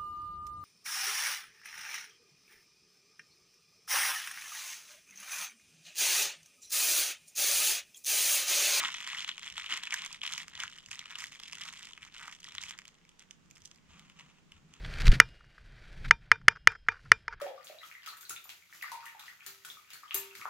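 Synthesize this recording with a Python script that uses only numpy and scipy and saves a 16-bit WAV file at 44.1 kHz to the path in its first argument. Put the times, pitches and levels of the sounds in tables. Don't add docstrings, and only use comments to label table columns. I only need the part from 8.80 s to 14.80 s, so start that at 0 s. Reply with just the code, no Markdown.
import sys
import numpy as np
from scipy import signal
from scipy.fft import rfft, irfft
from scipy.io import wavfile

SR = 44100
rng = np.random.default_rng(int(sys.argv[2]) if len(sys.argv) > 2 else 0)


def write(x):
    x = np.atleast_2d(x).T
    wavfile.write(sys.argv[1], SR, np.round(np.clip(x, -1, 1) * 32767).astype(np.int16))


N = 264600
TIME = np.arange(N) / SR
LEVEL_WINDOW = .003 * SR

# time in seconds, panel level in dB before trims.
STIRRING = [(0, -51), (.55, -58), (1.05, -52.5), (1.4, -60.5), (2.05, -65), (2.6, -58.5), (3.2, -65),
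            (3.9, -67.5), (4.2, -77), (4.6, -83), (5, -73)]


def undb(db):
    return 10 ** (np.asarray(db) / 20)


def rms(x):
    return np.sqrt(np.mean(x ** 2)) + 1e-12


def curve(rows, t):
    s, *columns = np.transpose(rows)
    return [np.interp(t, s, c) for c in columns]


def gains(points, size):
    hz, db = np.transpose(points)
    bin_hz = np.arange(size // 2 + 1) * SR / size
    return undb(np.interp(np.log(bin_hz + 1), np.log(hz), db))


def colour(x, points, size=2048):
    cepstrum = irfft(np.log(gains(points, size)))
    cepstrum[1:size // 2] *= 2
    cepstrum[size // 2 + 1:] = 0
    impulse = irfft(np.exp(rfft(cepstrum)))
    y = signal.fftconvolve(x, impulse)[:N]
    return y * rms(x) / rms(y)


def noise(points):
    return colour(rng.standard_normal(N), points)


def walk(rate):
    draws = rng.standard_normal(4096)
    return np.interp(TIME * rate, np.arange(len(draws)), draws)


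def effort(strokes, shape, t):
    start, length, db = np.transpose(strokes)[:3]
    swell, slacken, release = shape
    age = t[:, None] - start
    swelling = swell * np.minimum(age, 0)
    slackening = slacken * np.maximum(age, 0)
    letting_go = release * np.maximum(age - length, 0)
    levels = db + swelling - slackening - letting_go
    return levels.max(axis=1), levels.argmax(axis=1)


def wood(air_db=-68.0, rumble_db=-0.5, breeze_db=-82.0, shared=0.44):
    # time in seconds, level in dB before rumble_db and its wander.
    rumble_levels = [(0, -71.5), (3, -70.5), (6, -67.5)]
    # frequency in Hz, relative level in dB.
    air_spectrum = [(25, -3.5), (90, -10.5), (260, -8), (450, -13), (700, -17.5), (1100, -14.5),
                    (1600, -16), (3000, -17.5), (4200, -23.5), (7000, -22.5), (9500, -35.5), (15000, -43)]
    rumble_spectrum = [(30, -29), (70, -5.5), (120, -14), (158, 2), (210, -4.5), (300, -18), (600, -40),
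                       (4000, -71)]
    breeze_spectrum = [(30, -6), (75, -8.0), (130, -39.0), (1500, -71)]

    level_db, = curve(rumble_levels, TIME)
    rumble_gain = undb(level_db + rumble_db + 2.1 * walk(9))
    common, left, right = (undb(air_db) * noise(air_spectrum) + rumble_gain * noise(rumble_spectrum)
                           for _ in range(3))
    breeze_gain = undb(breeze_db + 8.1 * walk(11))
    breeze = breeze_gain * np.array([noise(breeze_spectrum) for _ in range(2)])
    shared = np.clip(shared, 0, 1)
    around = shared * common + np.sqrt(1 - shared ** 2) * np.array([left, right])
    return around * undb([[-.9], [.9]]) + breeze


def bumps(decay_s=0.018):
    # start in seconds, level in dB, pitch in Hz that its noise band surrounds.
    knocks = [(.01, -57, 259.7), (.71, -68, 70.4), (0.909, -58.5, 282), (1.19, -67, 169),
              (1.745, -66, 80.13), (1.83, -68, 80.4), (2.075, -65.5, 89.34), (2.485, -67, 171.4),
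              (3.2, -71, 85), (3.735, -67, 75.02), (3.83, -69, 74.44), (4.789, -69, 79.9),
              (5.09, -66, 59.7), (5.15, -64.5, 150.4), (5.735, -68.5, 80), (5.829, -61, 154.4),
              (5.91, -64.5, 165)]
    out = np.zeros(N)
    for s, db, hz in knocks:
        age = np.maximum(TIME - s, 0) / decay_s
        band = signal.butter(2, [hz / 1.21, hz * 1.5], "band", fs=SR, output="sos")
        thud = signal.sosfilt(band, rng.standard_normal(N))
        out += undb(db) * age * np.exp(1 - age) * thud / rms(thud)
    return out


def sleeve(db=0.0):
    # start in seconds, length in seconds, level in dB.
    sleeve_strokes = [(5.11, 0.22, -58.5), (5.398, 0.01, -53.5), (5.44, 0.15, -64.5), (5.73, 0.047, -66.5),
                      (5.93, .05, -62.5)]
    sleeve_shape = (330, 42, 370)
    # frequency in Hz, relative level in dB.
    sleeve_spectrum = [(300, -32), (650, -13.5), (1150, 1), (1600, -6.5), (3000, -1), (4400, -13),
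                       (7000, -5.5), (10000, -27), (15000, -38)]

    level_db, _ = effort(sleeve_strokes, sleeve_shape, TIME)
    catch_db = 2.5 * walk(90) + 3.5 * walk(600)
    return undb(level_db + db + catch_db) * noise(sleeve_spectrum)


def place(times, db, waves):
    energy = np.sum(waves ** 2, axis=1)
    waves = waves * (undb(db) * np.sqrt(LEVEL_WINDOW / energy))[:, None]
    at = np.clip(times * SR, 0, N).astype(int)[:, None] + np.arange(waves.shape[1])
    return np.bincount(at.ravel(), waves.ravel(), N)[:N]


def shiver(times, db, decay_s, lead_s=.0011, size=2048):
    kicks = np.bincount(np.clip(times * SR, 0, N).astype(int), undb(db) ** 2, N)[:N]
    t = np.arange(-size, size + 1) / SR
    age = np.maximum(t, 0) / decay_s
    fade = age * np.exp(-2 * np.sqrt(6 * age))
    lead = .016 * np.exp(-np.abs(t) / lead_s)
    shape = fade + lead
    power = signal.fftconvolve(kicks, shape * LEVEL_WINDOW / shape.sum(), "same")
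    return np.maximum(power, 1e-16)


def tremble(times, db, hz, width_hz=1250.):
    power = shiver(times, db, decay_s=.0026)
    pitch = shiver(times, db + 10 * np.log10(hz), decay_s=.0026) / power
    lowpass = signal.butter(2, width_hz, fs=SR, output="sos")
    unsteady = signal.sosfilt(lowpass, rng.standard_normal((2, N)))
    phase = 2 * np.pi * np.cumsum(pitch) / SR
    carried = unsteady[0] * np.cos(phase) + unsteady[1] * np.sin(phase)
    return np.sqrt(power) * carried / rms(unsteady)


def buckle(times, panel_db, hz, tick_db, cycles, tick_s, tremble_db, size=160):
    # frequency in Hz, relative level in dB.
    panel_spectrum = [(300, -60), (600, -12), (780, -6.5), (950, 2), (1250, 4), (1550, -0.5), (2000, 3.5),
                      (2600, 2), (3300, 8), (4400, 1.5), (7000, -27)]
    tick_spectrum = [(2000, -28), (3800, -16), (5000, 2), (7200, 3), (8200, -3), (10000, -13), (12000, -17),
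                     (15500, -30)]

    t = (np.arange(size) + 1) / SR
    chance = rng.standard_normal((len(times), size + 2))
    hz = np.clip(hz, 800, 5000)
    turns = hz[:, None] * t
    age = turns / (cycles * np.exp(0.83 * chance[:, :1]))
    swing = age * np.exp(-age) * np.sin(2 * np.pi * (turns + chance[:, 1:2]))
    panel = place(times, panel_db, swing)
    tick = place(times, tick_db, chance[:, 2:] * t * np.exp(-t / tick_s))
    fizz = np.sqrt(shiver(times, tick_db + tremble_db + 7.5, decay_s=0.0015))
    common = colour(panel + tremble(times, panel_db + tremble_db, hz), panel_spectrum)
    return np.array([common + colour(tick + fizz * side, tick_spectrum)
                     for side in rng.standard_normal((2, N))])


def grip(t):
    # start in seconds, length in seconds,
    # panel level in dB before trims, panel pitch in Hz before its scatter, ticks over panels in dB.
    squeezes = [(0.0, 0.067, -34.0, 2100, -5), (0.078, 0.17, -43.0, 2567, -4),
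                (0.27, 0.081, -40.0, 2460.0, -6), (0.375, 0.055, -42.0, 2803, -4),
                (0.473, 0.035, -45.0, 2880.0, -5), (0.624, 0.06, -47.0, 2734, -5.0),
                (0.7, 0.038, -54.5, 2633, -9), (0.76, 0.13, -45.0, 2548, -6), (0.9, 0.063, -36.5, 2250, -6),
                (1.032, 0.045, -44.0, 2707, -8), (1.115, 0.14, -42.5, 2350.0, -6.0),
                (1.305, 0.047, -50, 2845, -5.5), (1.441, 0.18, -44, 2580, -3),
                (1.742, 0.042, -50.5, 2838, -9), (1.795, 0.045, -41.5, 2059, -5.5),
                (1.875, 0.12, -54, 2656, -2.5), (2.114, 0.035, -49.5, 2548, 0.5),
                (2.18, 0.085, -52.5, 2561, -8), (2.298, 0.075, -49.0, 2138, -6.0),
                (2.389, 0.057, -46, 2488, 2), (2.518, 0.042, -53, 2930, 0), (2.62, 0.17, -52.0, 2605, -3),
                (2.805, 0.085, -46.5, 2205, -2), (2.925, 0.19, -51.5, 2598, -1),
                (3.225, 0.036, -51, 2138, -4.5), (3.337, 0.041, -52, 2552, -3.5),
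                (3.395, 0.097, -48.5, 1870, -6.5), (3.515, 0.025, -53.5, 2895, -0.5),
                (3.635, 0.14, -53, 2843, -5.5), (3.814, 0.1, -49, 2521, -0.5),
                (3.92, 0.021, -53, 2260.0, -18), (4.058, 0.037, -63.5, 2574, -8),
                (4.405, 0.018, -64, 2264, -4), (4.759, 0.11, -67.5, 2475, 6.5)]
    squeeze_shape = (700, 15.87, 380)

    squeeze_db, which = effort(squeezes, squeeze_shape, t)
    hz, bright_db = np.array(squeezes)[which, 3:].T
    stirring_db, = curve(STIRRING, t)
    panel_db = np.maximum(squeeze_db, stirring_db)
    return panel_db, hz, panel_db + bright_db


def crackle(count=2600, panel_db=-1.0, tick_db=-4.0, doubling_db=11.):
    grid = np.linspace(0, STIRRING[-1][0], 4096)
    rate = 2 ** (grip(grid)[0] / doubling_db)
    rate *= count / (rate.mean() * grid[-1])
    order = np.arange(count) + rng.uniform(-1.5, 1.5, count)
    s = np.interp(order, np.cumsum(rate) * grid[1], grid)
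    chance = rng.standard_normal((count, 3)).T
    size_db = 7 * np.minimum(chance[0], 1.3)
    overlap = .003 * np.interp(s, grid, rate)
    size_db = size_db - 10 * np.log10(np.mean(undb(size_db) ** 2) * overlap)
    panel, hz, tick = grip(s)
    hz = .96 * hz * np.exp(.32 * chance[1])
    sharp_db = 3.5 * chance[2]
    return buckle(s, panel + size_db + panel_db, hz, tick + size_db + tick_db + sharp_db,
                  cycles=.45, tick_s=.0002, tremble_db=-9)


def pops(count=100, panel_db=3., tick_db=1.5, most_db=-39.5):
    chance = rng.standard_normal((count, 4)).T
    s = (np.arange(count) + .5 + .4 * chance[0]) * STIRRING[-1][0] / count
    panel, hz, tick = grip(s)
    size_db = 2 * chance[1]
    sharp_db = 3 * chance[2]
    hz = hz * np.exp(.17 * chance[3])
    size_db = size_db + np.minimum(most_db - panel - panel_db, 0)
    return buckle(s, panel + panel_db + size_db, hz, tick + tick_db + size_db + sharp_db,
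                  cycles=.47, tick_s=.0002, tremble_db=-12)


def neighbours(s, panel, hz, tick):
    chance = rng.standard_normal((len(s), 3)).T
    size_db = -12 + 2.5 * chance[1]
    lag_s = .0015 * np.abs(chance[0])
    hz = 0.71 * hz * np.exp(0.32 * chance[2])
    return buckle(s + lag_s, panel + size_db, hz, tick + size_db,
                  cycles=0.32, tick_s=0.00014, tremble_db=-7.5)


def snaps(panel_db=0.15, tick_db=-1.5):
    # time in seconds, panel level in dB, panel pitch in Hz, tick level in dB,
    # both levels before the trims above.
    creases = [(0.0376, -27, 1201, -41), (0.0493, -28.5, 3115, -38.5), (0.059, -32.0, 2700, -48.0),
               (0.0887, -32.0, 1390, -51.5), (0.1461, -34, 2282, -53), (0.2039, -36.0, 2845, -45.5),
               (0.245, -42, 2520, -44.5), (0.2751, -34.0, 1605, -37), (0.331, -38.0, 2590, -44),
               (0.3476, -36, 2118, -48), (0.3845, -38.0, 3127, -47.0), (0.4055, -38.5, 2877, -39.0),
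               (0.4462, -33.0, 2876, -42.5), (0.4788, -41.5, 3430, -41), (0.4916, -29.5, 3336, -40),
               (0.5144, -39, 3120, -56), (0.5802, -39.5, 2575, -45), (0.5943, -48, 2548, -45),
               (0.6318, -40.0, 2005, -48), (0.6708, -42, 1971, -51), (0.6778, -41, 3151, -51),
               (0.7009, -43.0, 2883, -42.5), (0.7247, -46.5, 2882, -46), (0.7797, -30.5, 2454, -38),
               (0.7972, -37.5, 2000, -44), (0.843, -39, 2448, -49.5), (0.863, -38, 3060, -47.5),
               (0.9235, -28, 2982, -39.5), (0.9385, -32.5, 1991, -36), (0.9743, -37.5, 2649, -34),
               (1.036, -35.5, 3130, -36.5), (1.054, -41, 2781, -45.0), (1.0718, -34.5, 2459, -62),
               (1.1073, -36.5, 2569, -40.5), (1.1241, -29, 2300, -35.5), (1.1312, -30, 2003, -48),
               (1.141, -24, 1699, -24), (1.1915, -39.5, 2598, -45.5), (1.2199, -37.5, 3470, -40),
               (1.2491, -38, 2290, -37), (1.2615, -39.5, 2585, -33), (1.3281, -51.5, 3370, -37),
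               (1.345, -43.5, 2490, -52), (1.4161, -37.5, 3045, -52), (1.4338, -33.5, 2575, -40.5),
               (1.4525, -34.5, 2889, -54.5), (1.4637, -37.5, 2904, -37.5), (1.4765, -33, 2733, -38),
               (1.5234, -35.5, 2973, -36), (1.5359, -35.5, 2924, -34), (1.5487, -39, 3296, -50),
               (1.5792, -35, 2254, -31.5), (1.6015, -37.5, 1900, -50.0), (1.6322, -45.5, 2292, -47.5),
               (1.6817, -45, 2050, -44), (1.7528, -42.5, 3466, -47.5), (1.777, -44, 2556, -49),
               (1.8025, -38.0, 3175, -36.5), (1.8353, -30.5, 1499, -38), (1.8789, -40.0, 2763, -49),
               (1.9846, -48.0, 2836, -60), (2.0613, -50.5, 2860, -47), (2.0866, -50.5, 1948, -50),
               (2.1137, -36.5, 2547, -34.5), (2.1303, -42.5, 3048, -46), (2.1926, -39, 3550, -39),
               (2.2572, -45.5, 2944, -49.5), (2.3071, -43.5, 2723, -51), (2.3553, -37.5, 2811, -43.5),
               (2.4213, -42, 2098, -44), (2.4401, -34, 1949, -36), (2.4689, -52.5, 2494, -43.5),
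               (2.5221, -51, 2470, -45.5), (2.5996, -42.5, 3020, -42.5), (2.6355, -44.5, 2712, -45.5),
               (2.6606, -50, 2959, -54), (2.725, -42.5, 2628, -42), (2.7314, -41, 2573, -39),
               (2.7535, -45.5, 2972, -43), (2.7845, -44.5, 2297, -47.0), (2.8189, -39.5, 2825, -53.5),
               (2.8874, -39.5, 3200, -47), (3.0539, -51, 3608, -47), (3.1335, -47, 3143, -52.0),
               (3.1771, -44.5, 2254, -55.5), (3.2298, -43.5, 2467, -52), (3.4791, -37.5, 1345, -42.5),
               (3.526, -48.5, 2930, -52), (3.6036, -59, 2734, -45.5), (3.6434, -46, 3065, -43),
               (3.687, -49.0, 3173, -45.5), (3.7213, -49.5, 2400, -51), (3.7512, -40.5, 1473, -42),
               (3.7825, -33.5, 3335, -45.5), (3.8365, -41.0, 2270, -37.5), (3.889, -46, 2752, -44),
               (3.9088, -39.5, 2002, -40), (3.9781, -56, 1926, -51), (3.9886, -41.5, 2050, -42),
               (3.9971, -52, 2085, -58), (4.0183, -53, 1883, -57), (4.0537, -49.5, 2640, -49),
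               (4.0797, -52.5, 3060, -45.0), (4.0889, -58, 2710, -59), (4.1432, -65, 2940, -61.5),
               (4.251, -59.5, 2290, -63.5), (4.2923, -57.5, 3040, -53), (4.3946, -58.5, 3256, -46),
               (4.4239, -60, 2830, -58), (4.5097, -48, 2784, -46.5), (4.7107, -55.0, 2438, -48.5),
               (4.7685, -57, 2556, -71), (4.8196, -64, 3490, -54), (4.8559, -55.5, 3265, -40),
               (4.8753, -65.0, 2863, -54.5), (4.914, -53, 3423, -51.5), (5.1951, -53, 2870, -48.5),
               (5.2989, -54.0, 2610, -56), (5.4092, -50, 2140, -70), (5.72, -50.5, 2760, -54.5),
               (5.9385, -54.5, 2820, -50.5)]
    s, panel, hz, tick = np.transpose(creases)
    panel, tick = panel + panel_db, tick + tick_db
    large = buckle(s, panel, hz, tick, cycles=.55, tick_s=.00025, tremble_db=-11)
    return large + neighbours(s, panel, hz, tick)


def scatter(x, db, delay_s, decay_s, count=5, size=12000):
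    t = np.arange(size) / SR
    turn = TIME * 23
    out = np.zeros(N)
    for k in range(count):
        share = np.clip(1 - np.abs((turn - k + 1) % count - 1), 0, 1)
        uneven = rng.standard_normal(size) * undb(1.6 * rng.standard_normal(size))
        echo = uneven * np.exp(-t / decay_s) * (t > delay_s)
        echo = echo / np.sqrt(np.sum(echo ** 2))
        out += signal.oaconvolve(x * np.sqrt(share), echo)[:N]
    return undb(db) * out


def ports(x):
    # frequency in Hz, left minus right in dB.
    left_shade = [(100, 4), (380, -3.5), (1300, -1.5), (2500, 2.5), (4400, 1), (6000, -12.5), (8500, -16.5),
                  (12000, -6), (15000, -11)]
    lag = 3
    left = irfft(rfft(x[0]) * gains(left_shade, N), N)
    return np.array([np.pad(left, (lag, 0))[:N], x[1]])


def scene():
    near = snaps() + pops() + crackle() + sleeve() + bumps()
    ground = scatter(near[1], db=-15.5, delay_s=.002, decay_s=.014)
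    trunks = np.array([scatter(side, db=-16.5, delay_s=0.016, decay_s=0.028) for side in near])
    return undb(-1.0) * ports(near + ground + trunks) + wood()


def record(dry):
    top_hz = 15800
    return signal.sosfilt(signal.ellip(8, .2, 70, top_hz, fs=SR, output="sos"), dry)


dry = scene()
out = record(dry)
write(out)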